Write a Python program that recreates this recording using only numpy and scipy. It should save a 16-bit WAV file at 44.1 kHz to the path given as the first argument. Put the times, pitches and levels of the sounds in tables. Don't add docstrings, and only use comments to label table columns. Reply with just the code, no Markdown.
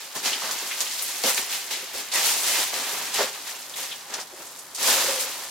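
import sys
import numpy as np
from scipy import signal
from scipy.fft import rfft, irfft
from scipy.io import wavfile

SR = 44100
rng = np.random.default_rng(int(sys.argv[2]) if len(sys.argv) > 2 else 0)


def generate_wav(signal):
    frames = np.transpose(np.atleast_2d(signal))
    scaled = np.clip(frames, -1, 1) * 32767
    pcm = np.round(scaled).astype(np.int16)
    wavfile.write(sys.argv[1], SR, pcm)


N = 242550
TIME = np.arange(N) / SR
CABIN_T60_S = 0.12


def undb(db):
    return 10 ** (np.asarray(db) / 20)


def unit(x):
    return x / np.sqrt(np.mean(x ** 2))


def curves(table):
    s, *columns = np.transpose(table)
    return [np.interp(TIME, s, c) for c in columns]


def add(out, s, sound):
    start = max(int(s * SR), 0)
    out[:, start:start + sound.shape[1]] += sound[:, :N - start]


def ring(x, hz, width_hz):
    w = 2 * np.pi * min(hz, .45 * SR) / SR
    a = np.sin(w) * width_hz / hz / 2
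    return signal.lfilter([a, 0, -a], [1 + a, -2 * np.cos(w), 1 - a], x + 1e-18)


def band(x, hz, width_hz):
    return ring(ring(x, hz, width_hz), hz, width_hz)


def colour(x, points, size=4096):
    hz, db = np.transpose(points)
    bins = np.maximum(np.arange(size // 2 + 1) * SR / size, 1)
    gain = undb(np.interp(np.log(bins), np.log(hz), db))
    cepstrum = irfft(np.log(gain))
    cepstrum[1:size // 2] *= 2
    cepstrum[size // 2 + 1:] = 0
    response = irfft(np.exp(rfft(cepstrum))).reshape((1,) * (x.ndim - 1) + (-1,))
    return signal.oaconvolve(x, response, axes=-1)[..., :x.shape[-1]]


def wander(rate):
    steps = np.random.default_rng(rng.integers(2 ** 31)).standard_normal(N // 100)
    return unit(np.interp(TIME * rate, np.arange(len(steps)), steps))


def clicks(rate, spread_db, size=N):
    chance = np.clip(rate / SR, 1e-5, 1) * np.ones(size)
    at = np.flatnonzero(rng.random(size) < chance)
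    strength, sign, direction = np.random.default_rng(rng.integers(2 ** 31)).random((len(at), 3)).T
    rank = -np.log(strength + .006)
    out = np.zeros((2, size))
    out[0, at] = np.sign(sign - .5) * undb(spread_db * rank) / np.sqrt(chance[at])
    out[1, at] = out[0, at] * np.sqrt(2) * np.cos(np.pi * direction)
    return unit(out + 1e-12)


def scatter(x, wet_db):
    keep = undb(-120 / (CABIN_T60_S * SR))
    energy = signal.lfilter([0, 1 - keep], [1, -keep], x[0] ** 2 + 1e-18)
    spray = np.sqrt(energy) * rng.standard_normal(x.shape)
    return (x + undb(wet_db) * spray) / np.sqrt(1 + undb(wet_db) ** 2)


def early_echoes(x, wet_db, size=1200):
    t = np.arange(size) / SR
    echoes = rng.standard_normal((2, size)) * undb(-60 * t / CABIN_T60_S) * (t > .002)
    return x + undb(wet_db) * signal.oaconvolve(x[:1], unit(echoes) / np.sqrt(size), axes=1)[:, :N]


# f/Hz, gain/dB
CABIN_SPECTRUM = [(20, -20), (50, -16), (100, -2), (300, 0), (1000, -4.5), (16000, -36)]
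# t/s, level/dB
RUMBLE_LEVELS = [(0, -68), (1, -66), (3, -62), (5.5, -57.5)]
def cabin_rumble():
    level_db, = curves(RUMBLE_LEVELS)
    return undb(level_db) * unit(colour(rng.standard_normal((2, N)), CABIN_SPECTRUM))


# t/s, level/dB, tautness/dB (fine creases up, broad folds down)
SETTLING = [(0, -41.5, 1), (.1, -46, 1), (.4, -37, -0.5), (1.1, -36.5, 2.5), (1.65, -40, 0),
            (1.87, -43, -1), (3.6, -44.5, 1.5), (4.35, -51, 2), (4.47, -48, 4), (4.72, -51, 3),
            (5.5, -45.5, 2)]
# t/s, rise/s, hold/s, release/s, crinkle level/dB, share of broad folds/dB,
# share of fine creases/dB, drag level/dB, drumming level/dB
TUGS = [(0.141, 0.022, 0.0092, 0.038, -34, -10, 0, -35.5, -52),
        (0.221, 0.039, 0.016, 0.077, -26, -5, -4.5, -33, -43.5),
        (0.411, .02, 0.087, .11, -39, -11, -3, -36, -51),
        (0.798, 0.01, 0.0049, 0.03, -28, -19, -3, -34.5, -51),
        (1.222, .045, .035, 0.036, -26.5, -1, 2.5, -31, -49), (1.349, .03, .01, .04, -32, 1, 4.5, -37, -65),
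        (1.471, 0.059, .02, 0.048, -32.5, 0, 1, -42.5, -58),
        (1.699, 0.013, 0.024, 0.068, -31.5, -1.5, -3.5, -42.5, -52),
        (1.917, 0.029, 0.066, 0.049, -38, -1, 1, -45.5, -53),
        (2.11, .05, .025, 0.069, -27.5, -1, 0.5, -31.5, -45),
        (2.19, .07, .03, .18, -27, -3, 2.5, -34.5, -47),
        (2.418, .06, 0.14, 0.081, -29, -1.5, 1, -35.5, -52),
        (2.717, 0.018, .24, 0.28, -35, 0.5, 0.5, -37.5, -48),
        (3.124, .025, 0.088, 0.046, -30, -1.5, -2.5, -35.5, -51),
        (3.167, .028, 0.01184, 0.039, -38, 1, -19, -28, -52),
        (3.324, 0.018, 0.0054, 0.028, -42, 2, -14, -46, -66),
        (3.439, 0.041, 0.034, 0.038, -41.5, 1, 1.5, -46, -62),
        (3.75, 0.023, 0.059, 0.088, -37.5, 0, 2, -43.5, -54),
        (4.077, .06, 0.063, 0.024, -41, 0.5, -4.5, -38.5, -50.5),
        (4.367, 0.039, 0.014, 0.043, -52.5, 0, 3, -46, -49.5),
        (4.762, 0.13, .03, .245, -24.5, -2, 1, -27.5, -41.5),
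        (5.186, 0.021, 0.0058, .03, -33.5, -6, 6, -55, -62)]
def tugging(rest_slack_db=-0.5, brush_mean_db=-47, brush_follow=0.39, rest_drum_db=-12.5):
    rest_db, tension_db = curves(SETTLING)
    brush_db = brush_mean_db + brush_follow * (rest_db - rest_db.mean())
    power = undb([rest_db, rest_db + rest_slack_db - tension_db, rest_db + tension_db,
                  brush_db, brush_db + rest_drum_db]) ** 2
    for s, rise, hold, release, db, slack_db, taut_db, drag_db, drum_db in TUGS:
        fade = np.exp(-np.maximum(TIME - s - rise - hold, 0) / release)
        effort = np.clip((TIME - s) / rise, 0, 1) * fade
        power += np.outer(undb([db, db + slack_db, db + taut_db, drag_db, drum_db]) ** 2, effort ** 2)
    crinkle, broad, fine, drag, drum = power
    return 10 * np.log10([crinkle, broad / crinkle, fine / crinkle, drag, drum])


# f/Hz, gain/dB
FILM_SPECTRUM = [(400, -31), (900, -17), (1400, -5), (2000, 0.5), (3000, 0.5), (4500, 0), (7000, -2),
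                 (9500, -6.5), (12500, -7.5), (16000, -11.5)]
def crinkling(level_db, slack_db, taut_db, crowding=.45, breadth=0.98, gain_db=7.0, bands=12):
    out = 0
    snaps_per_s = 420 * undb(crowding * (level_db + 33))
    for hz in np.geomspace(1200, 14000, bands):
        broad = np.clip(np.log2(4300 / hz) * 0.96, 0, 1)
        fine = np.clip(np.log2(hz / 5000) * 1.3, 0, 1)
        pops = scatter(clicks(snaps_per_s, spread_db=0), wet_db=0)
        creases = unit(band(pops, hz, breadth * hz))
        out += creases * np.sqrt(hz / 5500 / bands) * undb(level_db + broad * slack_db + fine * taut_db)
    return undb(gain_db) * colour(out, FILM_SPECTRUM)


# f/Hz, bandwidth/Hz, gain/dB
PANEL_MODES = [(156.3, 5.8, 0.5), (214, 35, -1.5), (263, 46, 0), (304, 45, -13.5), (403, 84, 2),
               (534.5, 43, 10.5), (610, 76, 0.5), (758, 260, 0.5), (951, 78, -3.5), (1153, 41, -8),
               (1790, 110, -9.5)]
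def cardboard(push, dead_db=-3):
    return undb(dead_db) * push + sum(undb(db) * ring(push, hz, width) for hz, width, db in PANEL_MODES)


# f/Hz, gain/dB
DRAG_SPECTRUM = [(250, -21), (420, -4), (540, -7.5), (700, -1), (850, 1.5), (1000, 2), (1300, 3.5),
                 (1800, 3), (3500, -21.5)]
# f/Hz, gain/dB
DRUM_SPECTRUM = [(25, -16), (50, -20), (100, -41.5), (150, -3), (200, -4), (280, 1), (390, 2), (480, -5.5),
                 (800, -17.5)]
def rubbing(drag_db, drum_db):
    drag_slips = scatter(clicks(rate=800, spread_db=1), wet_db=0.5)
    drum_slips = scatter(clicks(rate=600, spread_db=0), wet_db=-15.5)
    drag = unit(cardboard(colour(drag_slips, DRAG_SPECTRUM)))
    drum = unit(cardboard(colour(drum_slips, DRUM_SPECTRUM)))
    return drag * undb(drag_db - 0.5) + drum * undb(drum_db)


# t/s, level/dB, contact f/Hz, rise/s, relative thud level/dB
BUMPS = [(.157, -39, 249, .0026, -44), (.617, -42, 330, .0028, -44), (1.236, -23, 538.8, 0.00051, -42),
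         (1.237, -32.5, 270.3, 0.001, -35), (1.378, -40.5, 280, 0.0016, -21), (1.762, -44, 350, .002, -34),
         (1.822, -44, 348.7, 0.0018, -36), (1.938, -38.5, 430, 0.002, -20),
         (2.583, -36, 341.2, 0.0017, -20.5), (2.729, -33.5, 660, 0.00089, -35),
         (3.186, -22, 496, 0.0058, -48), (3.205, -36.5, 400, 0.0036, -40), (3.782, -41.5, 490, 0.0014, -28),
         (4.325, -42.5, 421, .0024, -26), (4.884, -37, 300.3, 0.0031, -26)]
def bumps(breadth=0.95, decay_s=0.024, thud_hz=68, thud_decay_s=0.082, gain_db=-1, size=16000):
    out, t = np.zeros((2, N)), TIME[:size]
    for s, db, hz, rise, thud_db in BUMPS:
        force = (1 - np.exp(-t / rise)) ** 2 * np.exp(-t / decay_s)
        force /= force.max()
        slips = clicks(rate=2500, spread_db=1, size=size)
        scuff = band(slips * force, hz, breadth * hz)
        knock = unit(cardboard(scuff, dead_db=-21)) * np.sqrt(np.mean(force ** 2))
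        thud = unit(ring(slips, thud_hz, thud_hz)) * np.exp(-t / thud_decay_s) * undb(thud_db)
        add(out, s, (knock + thud) * undb(db + gain_db))
    return out


# t/s, peak level/dB, f/Hz
STIFF_CREASES = [(0.257, -14, 5500), (0.457, -19, 5160), (0.5117, -11.5, 5940), (.519, -15, 12240),
                 (.589, -16, 6500), (0.8059, -9, 6520), (0.9132, -20, 5500), (1.0242, -10, 10600),
                 (1.2373, -9.5, 5000), (1.3024, -12.5, 9000), (1.3464, -9, 7000), (2.741, -13.5, 4190),
                 (3.1438, -11.5, 8060), (3.3446, -27, 5950), (3.6967, -21, 6930), (4.14, -19, 6220),
                 (4.202, -18, 5400), (4.214, -19.5, 5600), (4.749, -21, 8140), (4.8298, -6.5, 7270),
                 (4.876, -9, 10170), (4.9, -8.5, 3673), (5.2093, -15, 8810)]
def snaps(rows, breadth=0.99, size=6000):
    out, pop = np.zeros((2, N)), signal.unit_impulse(size)
    for (s, db, hz), side in zip(rows, rng.uniform(-1, 1, len(rows))):
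        tick = band(scatter(np.outer([1, side], pop), wet_db=2), hz, breadth * hz)
        add(out, s, tick / np.abs(tick[0]).max() * undb(db))
    return out


# t/s, level/dB, f/Hz, bandwidth/Hz, decay/s
FLURRIES = [(0.33, -22.5, 3180, 3100, 0.014), (.416, -31.5, 1130, 600, 0.013),
            (.709, -25.5, 2097, 2000, .018), (.864, -27, 3200, 1400, .009), (.912, -28, 5000, 5010, .015),
            (.988, -29, 4970, 5000, .024), (1.02, -32, 10900, 4000, 0.037),
            (1.238, -23.5, 2280, 4000, 0.016), (1.269, -30, 5500, 7000, 0.019),
            (1.377, -18, 2800, 3000, 0.0055), (2.116, -28, 4220, 6000, 0.043),
            (2.136, -23.5, 7100, 9000, 0.013), (2.144, -26, 1920, 900, .03),
            (2.257, -25, 8020, 9050, 0.021), (2.551, -27, 2804, 2470, 0.032),
            (3.737, -30.5, 3450, 1099, 0.0078), (3.911, -31, 3196, 1988, 0.03),
            (4.138, -26, 5150, 5500, 0.014), (4.182, -32.5, 1770, 1204, 0.0086),
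            (4.469, -35.5, 7950, 5000, 0.0075), (4.587, -36.5, 7840, 8000, .016),
            (4.746, -33, 6010, 9560, 0.069)]
def flurries(rise_s=0.0015, size=12000):
    out, t = np.zeros((2, N)), TIME[:size]
    for s, db, hz, width, decay in FLURRIES:
        pops = scatter(clicks(rate=3000, spread_db=2, size=size), wet_db=-2)
        envelope = (1 - np.exp(-t / rise_s)) * np.exp(-t / decay)
        add(out, s, unit(band(pops, hz, width)) * envelope * undb(db))
    return out


def peeling(start_s=2.382, ticks_per_s=88, jitter_s=0.0013, db=-16, spread_db=1.5, hz=8900, count=10):
    return [(start_s + k / ticks_per_s + jitter_s * late, db + spread_db * strength, hz)
            for k, (late, strength) in enumerate(rng.standard_normal((count, 2)))]


def judder(start_s=4.801, length_s=.5, slips_per_s=19, mode_hz=528, width_hz=70,
           slip_db=-32, stick_db=-8.5, taper_db=-11):
    t = TIME - start_s
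    slid = np.clip(t / length_s, 0, 1)
    stuck = np.cos(np.pi * slips_per_s * t) ** 2
    level_db = slip_db + stick_db * stuck + taper_db * (2 * slid - 1) ** 2
    groan = unit(band(clicks(rate=500, spread_db=0.48), mode_hz, width_hz))
    return groan * undb(level_db) * (slid > 0) * (slid < 1)


# f/Hz, side gain/dB
STEREO_WIDTH = [(100, -20), (300, -17), (550, -14.5), (1000, -9), (2000, -7), (4000, -4.5), (8000, -1.1),
                (14000, -2.5)]
def scene():
    level_db, slack_db, taut_db, drag_db, drum_db = tugging()
    catch_db = 0.3 * wander(rate=50)
    film = crinkling(level_db + catch_db, slack_db, taut_db)
    film += snaps(STIFF_CREASES + peeling()) + flurries()
    film = early_echoes(film, wet_db=-17)
    friction = rubbing(drag_db + catch_db, drum_db + catch_db)
    mid, side = film + friction + cabin_rumble() + bumps() + judder()
    side = colour(side, STEREO_WIDTH)
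    return np.array([mid + side, mid - side])


def record(dry, low_cut_hz=40, top_hz=16000):
    thinned = signal.sosfilt(signal.butter(2, low_cut_hz, "high", fs=SR, output="sos"), dry)
    return signal.sosfilt(signal.ellip(12, .1, 80, top_hz, fs=SR, output="sos"), thinned)


dry = scene()
out = record(dry)
generate_wav(out)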